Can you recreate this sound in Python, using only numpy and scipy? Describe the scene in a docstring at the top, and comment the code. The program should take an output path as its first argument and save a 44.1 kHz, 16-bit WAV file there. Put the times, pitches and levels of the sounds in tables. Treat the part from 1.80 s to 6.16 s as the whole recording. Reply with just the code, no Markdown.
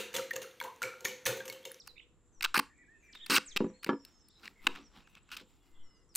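"""A bird's quick falling phrase opens, then more birds and insects far off; cloth tape is pulled in short jerks.
Tape: glue lets go in stick-slip bursts of snaps that ring the strip's resonances. Roll: hollow knocks, decaying
modes struck on a stone garden table. Fingers: dense grains press and rub. Birds: gliding, warbled sines and a
hazy noise band. Insects: throbbing hiss and gated chirps. Beneath: coloured-noise air, pressure lumps, a fading
low tone; diffuse garden echoes."""
import sys
import numpy as np
from scipy import signal
from scipy.io import wavfile
from scipy.ndimage import uniform_filter1d

SR = 44100
rng = np.random.default_rng(int(sys.argv[2]) if len(sys.argv) > 2 else 0)


def volts_from_decibels(level):
    """Turn decibel levels (scalar or array-like) into linear amplitude factors."""
    exponent = np.asarray(level, float) / 20
    return 10 ** exponent


def log_audio(samples):
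    """Write samples as a 16-bit WAV file to the path given in sys.argv[1]."""
    # one column per channel
    frames = np.atleast_2d(samples).T
    # limit to full scale, then quantise
    limited = np.clip(frames, -1, 1)
    pcm = np.round(limited * 32767).astype(np.int16)
    wavfile.write(sys.argv[1], SR, pcm)


N = 192349

# Levels are relative: layer gains, filters and drifts act on them.
# air noise spectrum: f/Hz, density/dB
AIR_SPECTRUM = [(15, -30), (25, 9.5), (86, -4), (367, -8), (615, -19.5), (1600, -19), (2300, -38),
                (2750, -19.5), (5250, -42.5), (6290, -41), (7350, -17.5), (8360, -34), (12000, -44.5),
                (15600, -72.5), (22000, -120)]
# left-right likeness of the air: f/Hz, likeness/0-1
AIR_LIKENESS = [(30, 0.081), (70, 0.52), (300, .9), (2000, 0.99), (8000, 0.24)]
# weak pressure lumps on the microphone: t/s, level/dB
WEAK_LUMPS = [(.029, -65), (1.33, -56)]
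# faint low tone that fades out: f/Hz, level/dB, end/s
FAINT_TONE = (486, -77.5, 0.83)
# insect chorus level: t/s, level/dB
INSECT_LEVEL = [(0, -74), (.12, -86), (.35, -83.5), (.75, -74.5), (.89, -80), (1.1, -82), (1.6, -72),
                (1.81, -73.5), (2.54, -83.5), (2.93, -79.5), (3.36, -84.5), (3.61, -79), (4.37, -85.5)]
# plain bird whistles: t/s, length/s, first f/Hz, last f/Hz, level/dB
BIRD_WHISTLES = [(0.526, 0.093, 6260, 5500, -71), (1.182, 0.1, 7400, 5550, -74.5),
                 (1.224, 0.13, 2370, 2333, -64.5), (1.277, 0.028, 2250, 1730, -64),
                 (1.327, 0.012, 6234, 2658, -52.5), (1.411, .073, 1834, 1796, -67),
                 (1.723, 0.0073, 6860, 6220, -52.5), (1.877, 0.026, 6200, 5600, -68.5),
                 (1.937, 0.04, 4080, 4440, -73.5), (1.99, 0.046, 4180, 4430, -71.5),
                 (2.497, 0.039, 3424, 4540, -71.5), (3.024, 0.016, 5740, 5870, -70),
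                 (3.038, 0.045, 6100, 5300, -66.5), (3.246, 0.11, 6950, 5630, -82),
                 (3.801, 0.043, 3460, 3290, -79), (3.833, 0.4, 2072, 2026, -79),
                 (4.03, 0.16, 5680, 4900, -71), (4.152, 0.09, 6600, 4950, -78.5),
                 (4.291, 0.045, 5870, 4900, -68.5), (4.047, .18, 2966, 2840, -79.5)]
# warbled notes on a held pitch: t/s, length/s, f/Hz, level/dB, warble depth/Hz
BIRD_WARBLES = [(0.164, 0.033, 3730, -60.5, 142), (0.208, 0.028, 3300, -65, 250),
                (0.23, 0.022, 3420, -86.5, 90), (0.897, 0.058, 1816, -68, 100.3),
                (0.934, 0.15, 2304, -69.5, 126), (1.123, 0.21, 2586, -76.5, 102),
                (2.46, 0.08, 4650, -81, 119.4), (2.507, 0.083, 3830, -73.5, 300),
                (2.553, 0.045, 3930, -66.5, 101), (2.756, 0.084, 2100, -66, 99),
                (3.203, 0.22, 2656, -71.5, 151.6), (3.755, 0.27, 2830, -82.5, 77.9),
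                (3.943, 0.079, 3410, -71.5, 150.3), (3.983, 0.053, 3100, -70, 149)]
# phrases of a nearer bird, one list each: t/s, f/Hz, level/dB
BIRD_PHRASES = [
    [(.157, 2200, -70), (.16, 2550, -60), (.1645, 1900, -71), (.169, 2450, -54), (.174, 1900, -66),
     (.182, 2750, -48), (.189, 2100, -86), (.198, 3050, -48.5), (.204, 2000, -54), (.209, 2750, -63),
     (.214, 2000, -65)],
    [(.982, 1940, -70), (1.0, 1950, -64), (1.022, 1960, -63.5), (1.045, 1640, -68)],
    [(1.075, 1580, -72), (1.095, 1760, -64), (1.135, 1870, -64.5), (1.185, 1740, -68.5)],
    [(2.31, 6850, -73), (2.345, 6480, -79), (2.398, 6420, -82), (2.42, 6000, -77.5)],
    [(0, 5830, -47.5), (.012, 4630, -60.5), (.025, 3370, -60.5)],
    [(.079, 5220, -63), (.092, 4170, -55), (.102, 4000, -57), (.125, 3840, -68)],
    [(1.344, 4780, -58), (1.354, 3450, -55), (1.364, 3810, -55), (1.368, 3534, -63), (1.374, 3810, -51),
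     (1.379, 2838, -61)],
    [(1.386, 2750, -61.5), (1.392, 3810, -54), (1.398, 2850, -61), (1.405, 3582, -57.5), (1.41, 3040, -56),
     (1.42, 3650, -53.5), (1.424, 3667, -54), (1.434, 3752, -52.5), (1.445, 3357, -49.5), (1.45, 2700, -66)],
    [(1.652, 8540, -67), (1.664, 8100, -54), (1.68, 7000, -53), (1.705, 4400, -62), (1.722, 3400, -52),
     (1.733, 3040, -58)],
]
# repeated call that drops fast onto a held pitch: t/s, held f/Hz, level/dB
BIRD_CHEEPS = [(2.101, 5270, -66.5), (2.191, 5370, -67), (2.292, 5290, -70.5), (2.396, 5240, -71.5),
               (2.5, 5180, -73.5)]
# far overlapping song: start/s, end/s, low f/Hz, high f/Hz, level/dB
FAR_BIRDS = (1.2, 2, 1605, 2603, -69.5)
# skin-on-cloth spectrum: f/Hz, density/dB
RUB_SPECTRUM = [(120, -30), (200, -2), (330, -3.5), (560, -16.5), (850, -9.5), (1300, -4.5), (1900, -12.5),
                (2700, -6), (3600, -6), (5300, -14), (6400, -29.5), (8000, -31.5), (14000, -36.5)]
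# finger strokes on tape and pouch: peak t/s, rise/s, fall/s, peak level/dB, treble/dB
FINGER_STROKES = [(0.079, 0.053, 0.094, -67.5, 18), (1.25, 0.047, 0.061, -80, 23),
                  (1.351, 0.027, .07, -60.5, 8), (1.496, 0.048, .005, -58.5, 16),
                  (2.28, 0.1, 0.13, -70, 14.5), (2.65, 0.081, 0.13, -56.5, 10),
                  (2.852, 0.046, 0.096, -56, 16), (2.961, 0.074, 0.1, -52, -16.5),
                  (3.171, 0.059, 0.091, -55, -13.5), (3.3, 0.024, 0.063, -72.5, 21),
                  (3.371, 0.043, 0.04, -62.5, -10), (3.598, 0.12, 0.048, -55.5, 0),
                  (3.7, 0.077, 0.28, -76.5, 20.5), (3.86, 0.036, 0.16, -78.5, 21.5)]
# modes of the hollow roll on the slab: nominal f/Hz, level/dB, undamped t60/s
ROLL_MODES = [(110, -22.5, 0.14), (187.5, -7, 0.25), (222, 0, 0.19), (281.9, -1.5, 0.3), (335, 1.5, 0.14),
              (381, -1.5, 0.18), (465, -5.5, 0.24), (506, -6, 0.3), (672, -11.5, 0.069), (830, -6, 0.15),
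              (900, -3, 0.025), (970, -3.5, 0.25), (1170, 8.5, 0.039), (1340, 11, 0.017),
              (1723, -6.5, 0.28), (2180, -7, 0.044), (3100, -5, 0.084)]
# blows and tugs on the roll: t/s, level/dB, hardness/Hz, freedom from the hand's damping/0-1
ROLL_KNOCKS = [(.743, -44.5, 704, 1), (0.775, -27.5, 700, 0.3), (0.793, -31.5, 690, 0.4),
               (1.4979, -27, 503, 0.86), (1.519, -28.5, 610, 0.9), (1.548, -37.5, 700, 0.87),
               (1.58, -27, 615, 0.2), (1.761, -33, 883, 0.27), (1.766, -44, 883, 0.3),
               (1.773, -51, 883, 0.4), (1.8052, -16.5, 400, 0.66), (1.844, -20.5, 323, 0.55),
               (1.867, -32, 300, 0.58), (1.9, -35.5, 300, 0.77), (2.064, -38.5, 855, 0.92),
               (2.091, -19.5, 2900, 0.58), (2.131, -25, 600, 0.49), (2.66, -53.5, 495, 0.53),
               (2.8692, -36, 2970, 0.39), (2.888, -43, 1979, 0.75), (2.979, -46.5, 447, 1),
               (3.008, -50.5, 397, 0.72), (3.612, -48.5, 503, 0.76)]
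# resonances of free strip and table reflection: f/Hz, width/Hz, level/dB
STRIP_MODES = [(318, 41, -24), (838, 150, -14.5), (1100, 320, -4.5), (1487, 280, 0), (2100, 510, -2.5),
               (2700, 430, 0.5), (4000, 590, -4.5), (4900, 1100, -5), (8570, 1200, -12),
               (9550, 2000, -13.5), (12750, 1100, -19.5), (14500, 700, -17.5)]
# stick-slip bursts of the glue: t/s, length/s, level/dB, tautness/dB, crispness/dB
GLUE_SLIPS = [(.063, .002, -64, 0, 9), (.0738, .003, -43, -1, 9), (.6087, .002, -33.5, -.5, -.5),
              (.6245, .007, -31, 3, 5), (.641, .006, -28, 3, 2), (.647, .005, -21, 0, -4),
              (.6585, .0017, -28, -1, -8), (.7425, .007, -21.5, -6, 5), (.7535, .016, -23.5, -5, 6),
              (.774, .008, -22, -3, 5.5), (.791, .007, -19.5, -5, 6), (1.351, .003, -41.5, -3, -1),
              (1.4625, .004, -43, 3, 6.5), (1.4985, .0028, -26, -2, 6), (1.503, .004, -26, -2, 6),
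              (1.5085, .0355, -26.5, -1, 7), (1.544, .02, -23.5, -.5, 8), (1.564, .0048, -20, 1.5, 3),
              (1.572, .0045, -21.5, 3, -2), (1.5795, .0028, -22, 0, -.5), (2.028, .003, -55, 3, 0),
              (2.0315, .002, -43, 3, 4.5), (2.034, .01, -50, 3, 2), (2.0445, .0025, -35, 4, 5),
              (2.063, .011, -43, -2, 0), (2.08, .003, -52, 5, -4), (2.25, .003, -55, 10, 8.5),
              (2.485, .003, -75, 5, 22), (2.596, .002, -63, 2, 0), (2.632, .022, -53, 6, -8),
              (2.6555, .002, -44, 10, -10), (2.659, .018, -54, 6, -8), (2.6775, .0015, -39, 7, -11),
              (2.8684, .0042, -15, -1, -2), (2.952, .009, -43.5, -2, -8.5), (3.273, .003, -54, -2, -6),
              (3.352, .002, -48, 7, -14), (3.366, .014, -57.5, 3, -15.5), (3.49, .004, -58, 6, -12),
              (3.503, .006, -55, 2, -3), (3.516, .014, -42, 1, 0), (3.53, .015, -45.5, 3.5, -3),
              (3.546, .009, -52, 0, 6), (3.567, .007, -42, 5.5, 2), (3.579, .008, -52, -3, 3),
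              (3.598, .007, -57, 0, 3), (3.613, .003, -57, 3, 0), (4.342, .006, -66, 3, 8),
              (4.351, .003, -48, 4, 20), (4.354, .004, -45, 1, 24), (4.3578, .004, -36.5, 0, 25)]
# three slips with the same snaps: first t/s, spacing/s, length/s, level/dB, tautness/dB, crispness/dB
WEAVE_STUTTER = (1.7627, .005, .0022, -23, 3, -6)


def rms_one(x):
    """Scale to rms 1."""
    return x / np.sqrt(np.mean(x ** 2) + 1e-20)


def at_hz(points, hz):
    """Read a spectrum on a log-frequency axis."""
    points_hz, values = np.transpose(points)
    return np.interp(np.log(hz), np.log(points_hz), values)


def level(rows):
    """Gain from timed rows of dB."""
    s, db = np.transpose(rows)
    return volts_from_decibels(np.interp(np.arange(N) / SR, s, db))


def band(x, low_hz, high_hz):
    """Second-order band-pass."""
    sos = signal.butter(2, [low_hz, min(high_hz, SR / 2.1)], "band", fs=SR, output="sos")
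    return signal.sosfilt(sos, x)


def drift(rate_hz):
    """Slow random wander of rms 1: low-passed noise."""
    r = np.exp(-2 * np.pi * rate_hz / SR)
    noise = rng.standard_normal(N + SR)
    return rms_one(signal.lfilter([1], [1, -2 * r, r * r], noise)[SR:])


def sine(hz):
    """Sine that follows an instantaneous frequency."""
    return np.sin(2 * np.pi * np.cumsum(hz) / SR)


def ring(x, hz, t60_s):
    """Two-pole ringing: a unit click starts a decaying sine of height 1."""
    r, w = volts_from_decibels(-60 / (t60_s * SR)), 2 * np.pi * hz / SR
    return signal.lfilter([0, np.sin(w)], [1, -2 * r * np.cos(w), r * r], x + 1e-18)


def resonance(x, hz, width_hz):
    """Two-pole resonance, gain 1 on top; it speaks at once."""
    r = np.exp(-np.pi * width_hz / SR)
    numerator = (1 - r * r) / 2 * np.array([1, 0, -1])
    return signal.lfilter(numerator, [1, -2 * r * np.cos(2 * np.pi * hz / SR), r * r], x)


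def snaps(per_s, spread_db):
    """Random clicks of very uneven size; rms 1."""
    sizes = volts_from_decibels(spread_db * np.minimum(rng.exponential(1, N), 4)) * rng.choice([-1, 1], N)
    return rms_one(sizes * (rng.random(N) < per_s / SR))


def coloured(white, spectrum, patchy_db, likeness=None):
    """Half-octave bank; each band has its own level, flicker and, for stereo, likeness."""
    out, edges_hz = 0, 22 * 2 ** np.arange(0, 9.6, .5)
    for k, (low_hz, high_hz) in enumerate(zip(edges_hz, edges_hz[1:])):
        hz = np.sqrt(low_hz * high_hz)
        part = band(white[k % 2], low_hz, high_hz)  # neighbours use separate sources
        if likeness:
            alike = np.clip(at_hz(likeness, hz), 0, 1)
            middle, side = np.sqrt(1 + alike) * part[0], np.sqrt(1 - alike) * part[1]
            part = middle + side * [[1], [-1]]
        out = out + volts_from_decibels(at_hz(spectrum, hz) + patchy_db * drift(1.8)) * part
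    return rms_one(out)


def garden(x, delay_s, t60_s, db, wide):
    """Scattered dull echoes: a dying noise tail that swells in, partly different in each ear."""
    t = np.arange(int(.6 * SR)) / SR
    shape = volts_from_decibels(-60 * t / t60_s) * (1 - np.exp(-(t / delay_s) ** 2))
    tail = band(rng.standard_normal((2, len(t))), 220, 8800) * shape
    tail = tail[0] + wide * tail[1] * [[1], [-1]]
    tail /= np.sqrt(np.sum(tail[0] ** 2))
    return volts_from_decibels(db) * signal.fftconvolve(x[None], tail, axes=1)[:, :N]


def air():
    """Open-air noise, coloured per band, patchy in level and partly alike left and right."""
    white = rng.standard_normal((2, 2, N))
    return volts_from_decibels(-67.5) * coloured(white, AIR_SPECTRUM, patchy_db=2.0, likeness=AIR_LIKENESS)


def lumps():
    """Slow pushes of air, felt more than heard: a quick pull, then a slower push."""
    first_s, every_s, beat_db, left_over_right_db = .564, 1.117, -43, 3
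    beat = [(first_s + k * every_s, beat_db) for k in range(4)]
    out, u = np.zeros(N), np.linspace(0, 1, round(.2 * SR))
    for s, db in WEAK_LUMPS + beat:
        a = round(s * SR)
        out[a:a + len(u)] += volts_from_decibels(db) * np.sin(np.pi * u) * np.sin(-2 * np.pi * np.sqrt(u))
    return out * volts_from_decibels(left_over_right_db * np.c_[[.5, -.5]])


def low_tone():
    """A sine of fixed pitch, unsteady in level, that dies away."""
    (hz, db, end_s), t = FAINT_TONE, np.arange(N) / SR
    fade = np.clip(1 - t / end_s, 0, 1) ** 0.59
    return volts_from_decibels(db + 4.2 * drift(39)) * fade * np.sin(2 * np.pi * hz * t)


def insects():
    """A far chorus: a fluttering band of hiss, and one nearer singer that chirps in bouts."""
    chirp_hz, chirps_per_s = 7800, 22
    hiss = band(band(rng.standard_normal((2, N)), 6900, 7600), 6750, 9700)
    hiss = rms_one(hiss[0] + 0.51 * hiss[1] * [[1], [-1]]) * volts_from_decibels(2.0 * drift(25))
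    phase = 2 * np.pi * chirps_per_s * np.arange(N) / SR + drift(3)
    gate = np.maximum(np.sin(phase), 0) ** 3
    chirps = rms_one(band(rng.standard_normal(N), chirp_hz - 90, chirp_hz + 90)) * gate
    return level(INSECT_LEVEL) * (hiss + chirps * volts_from_decibels(-3 + 5 * drift(2.5)))


def bird_notes(waver):
    """Whistles glide to their last pitch; warbles hold theirs under a fast sinusoidal swing."""
    out, warble_hz = np.zeros(N), 66
    notes = [row + (0,) for row in BIRD_WHISTLES]
    notes += [(s, length_s, hz, hz, db, deep_hz) for s, length_s, hz, db, deep_hz in BIRD_WARBLES]
    turns = rng.random(len(notes))
    for (s, length_s, first_hz, last_hz, db, deep_hz), turn in zip(notes, turns):
        a = max(round(s * SR), 0)
        u = np.linspace(0, 1, round(length_s * SR))[:N - a]
        glide_hz = last_hz + (first_hz - last_hz) * (1 - u) ** 1.2
        swing_hz = deep_hz * np.sin(2 * np.pi * (warble_hz * length_s * u + turn))
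        hz = glide_hz * waver[a:a + len(u)] + swing_hz
        out[a:a + len(u)] += volts_from_decibels(db) * np.sin(np.pi * u) ** 0.18 * sine(hz)
    return out


def bird_phrases():
    """A nearer bird: sines led through points of pitch and level."""
    out = np.zeros(N)
    for phrase in BIRD_PHRASES:
        s, hz, db = np.transpose(phrase)
        at = np.arange(round(s[0] * SR), round(s[-1] * SR))
        edges = np.sin(np.linspace(0, np.pi, len(at))) ** .2
        gain = np.sqrt(2) * edges * volts_from_decibels(np.interp(at / SR, s, db))
        out[at] += gain * sine(np.interp(at / SR, s, hz))
    return out


def bird_cheeps(waver):
    """A repeated call: pitch falls exponentially onto a held note."""
    length_s, drop_hz, drop_time_constant_s = 0.099, 645, .014
    out, t = np.zeros(N), np.arange(round(length_s * SR)) / SR
    for s, held_hz, db in BIRD_CHEEPS:
        a = round(s * SR)
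        hz = held_hz * waver[a:][:len(t)] + drop_hz * np.exp(-t / drop_time_constant_s)
        out[a:][:len(t)] += volts_from_decibels(db) * np.sin(np.pi * t / length_s) ** 0.16 * sine(hz)
    return out


def far_song():
    """Far overlapping song: band-passed noise, swelling and fading once."""
    start_s, end_s, low_hz, high_hz, db = FAR_BIRDS
    u = np.clip((np.arange(N) / SR - start_s) / (end_s - start_s), 0, 1)
    bout = np.sqrt(np.sin(np.pi * u) + 1e-9)
    haze = rms_one(band(band(rng.standard_normal((2, N)), low_hz, high_hz), low_hz, high_hz))
    return volts_from_decibels(db + 2.0 * drift(7.8)) * bout * (haze[0] + 0.6 * haze[1] * [[1], [-1]])


def birds():
    """Sines that glide, warble and waver, blurred by the trees, plus the far song."""
    waver = 1 + .006 * drift(30)
    song = bird_notes(waver) + bird_phrases() + bird_cheeps(waver)
    song *= volts_from_decibels(2.5 * drift(40))
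    pan = volts_from_decibels(np.c_[[1.5, -1.5]] * drift(2.5))
    return song * pan + far_song() + garden(song, delay_s=.004, t60_s=.32, db=-9.5, wide=.8)


def fingers():
    """Dense small grains of skin and cloth; the stiff pouch adds treble."""
    range_db = 20  # gained over a stroke's rise, lost over its fall
    grains = np.array([snaps(2200, spread_db=3.5), snaps(2000, spread_db=4.0)])
    rub = coloured(grains, RUB_SPECTRUM, patchy_db=3.0)
    treble = band(band(grains[0], 7000, 16000), 6000, 17000) * volts_from_decibels(-22)
    t, out = np.arange(N) / SR, 0
    for s, rise_s, fall_s, db, treble_db in FINGER_STROKES:
        away = np.where(t < s, (s - t) / rise_s, (t - s) / fall_s)
        out = out + volts_from_decibels(db - range_db * away) * (rub + treble * volts_from_decibels(treble_db))
    return out


def roll():
    """A blow is a click, then a short chatter on the rough stone; it strikes each mode with its own strength."""
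    out = np.zeros(N)
    luck_db = rng.normal(0, 1.5, (len(ROLL_KNOCKS), len(ROLL_MODES)))
    t = np.arange(SR // 2) / SR
    grips = 1 + rng.normal(0, .012, luck_db.shape)  # the grip bends every mode a little
    for (s, knock_db, hard_hz, free), own_db, grip in zip(ROLL_KNOCKS, luck_db, grips):
        a = round(s * SR)
        crack = band(rng.standard_normal(len(t)) * np.exp(-t / 0.0076), 860, 2900) * hard_hz / 1000
        out[a:a + len(t)] += volts_from_decibels(knock_db - 11.5) * free * crack[:N - a]
        for k, ((hz, mode_db, t60_s), extra_db) in enumerate(zip(ROLL_MODES, own_db)):
            touch = volts_from_decibels(-26.5) * free * rng.standard_normal(len(t)) * np.exp(-t / 0.016)
            touch[0] = -1 if 200 < hz < 400 else (-1) ** k  # click polarity per mode
            # a softer blow excites the high modes less
            gain = volts_from_decibels(knock_db - 7.5 + mode_db + extra_db) / (1 + (hz / hard_hz) ** 2)
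            out[a:a + len(t)] += gain * ring(touch, hz * grip[k], t60_s * free)[:N - a]
    # a small object radiates no deep bass
    return band(band(out, 180, 8000), 100, 9000)


def slip_curves(slips):
    """Level, tautness and crispness over time, in dB; the louder of overlapping slips rules."""
    rise_db, release_db_per_s = 1, 8000
    db, taut_db, crisp_db = np.full(N, -200.), np.zeros(N), np.zeros(N)
    for start_s, length_s, slip_db, slip_taut_db, slip_crisp_db in slips:
        a = round(start_s * SR)
        t = np.arange(min(SR // 10, N - a)) / SR
        ramp_db = slip_db + rise_db * (np.minimum(t / length_s, 1) - .5)
        ramp_db -= release_db_per_s * np.maximum(t - length_s, 0)
        louder = np.flatnonzero(ramp_db > db[a:a + len(t)]) + a
        db[louder] = ramp_db[louder - a]
        taut_db[louder], crisp_db[louder] = slip_taut_db, slip_crisp_db
    return db, taut_db, crisp_db


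def tape():
    """Glue threads snap densely in each slip and ring the strip; tautness and crispness tilt its treble."""
    first_s, spacing_s, *alike = WEAVE_STUTTER
    slips = GLUE_SLIPS + [(first_s + k * spacing_s, *alike) for k in range(3)]
    db, taut_db, crisp_db = slip_curves(slips)
    threads = snaps(8000, spread_db=2.5)
    # even out the snaps' short-term energy, so each slip keeps near its set level
    threads /= np.sqrt(uniform_filter1d(threads ** 2, size=SR // 150) + .2)
    a, step = round(first_s * SR), round(spacing_s * SR)
    threads[a:a + 3 * step] = np.tile(threads[a:a + step], 3)
    threads[[round(row[0] * SR) for row in slips]] = 6  # the glue breaks loose with one hard snap
    threads *= volts_from_decibels(db + 1.5 * drift(300))
    out = np.zeros(N)
    for k, (hz, width_hz, mode_db) in enumerate(STRIP_MODES):
        taut_tilt_db = taut_db * np.clip(np.log2(hz / 1900), -1, 1)
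        crisp_tilt_db = crisp_db * np.clip(np.log2(hz / 3000), 0, 1.2)
        flex_db = 2.0 * drift(60)  # the strip flexes, its resonances come and go
        drive = threads * volts_from_decibels(taut_tilt_db + crisp_tilt_db + flex_db + mode_db + 8)
        out += resonance(drive + 1e-18, hz, width_hz) * (-1) ** k * np.sqrt(600 / width_hz)
    return out


def scene():
    """Near sounds in the middle, their echoes and the garden around."""
    near = tape() + roll()
    echoes = garden(near, delay_s=.025, t60_s=0.21, db=-26.5, wide=.12)
    return air() + lumps() + low_tone() + insects() + birds() + fingers() + echoes + near


def roll_off(x):
    """The treble ends steeply here."""
    return signal.sosfilt(signal.butter(12, 16630, fs=SR, output="sos"), x)


def record(dry):
    """A steep low-pass cuts the top, 50 dB down from 16.9 kHz."""
    cut = signal.sosfilt(signal.cheby2(10, 50, 16900, fs=SR, output="sos"), dry)
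    return roll_off(cut)


dry = scene()
out = record(dry)
log_audio(out)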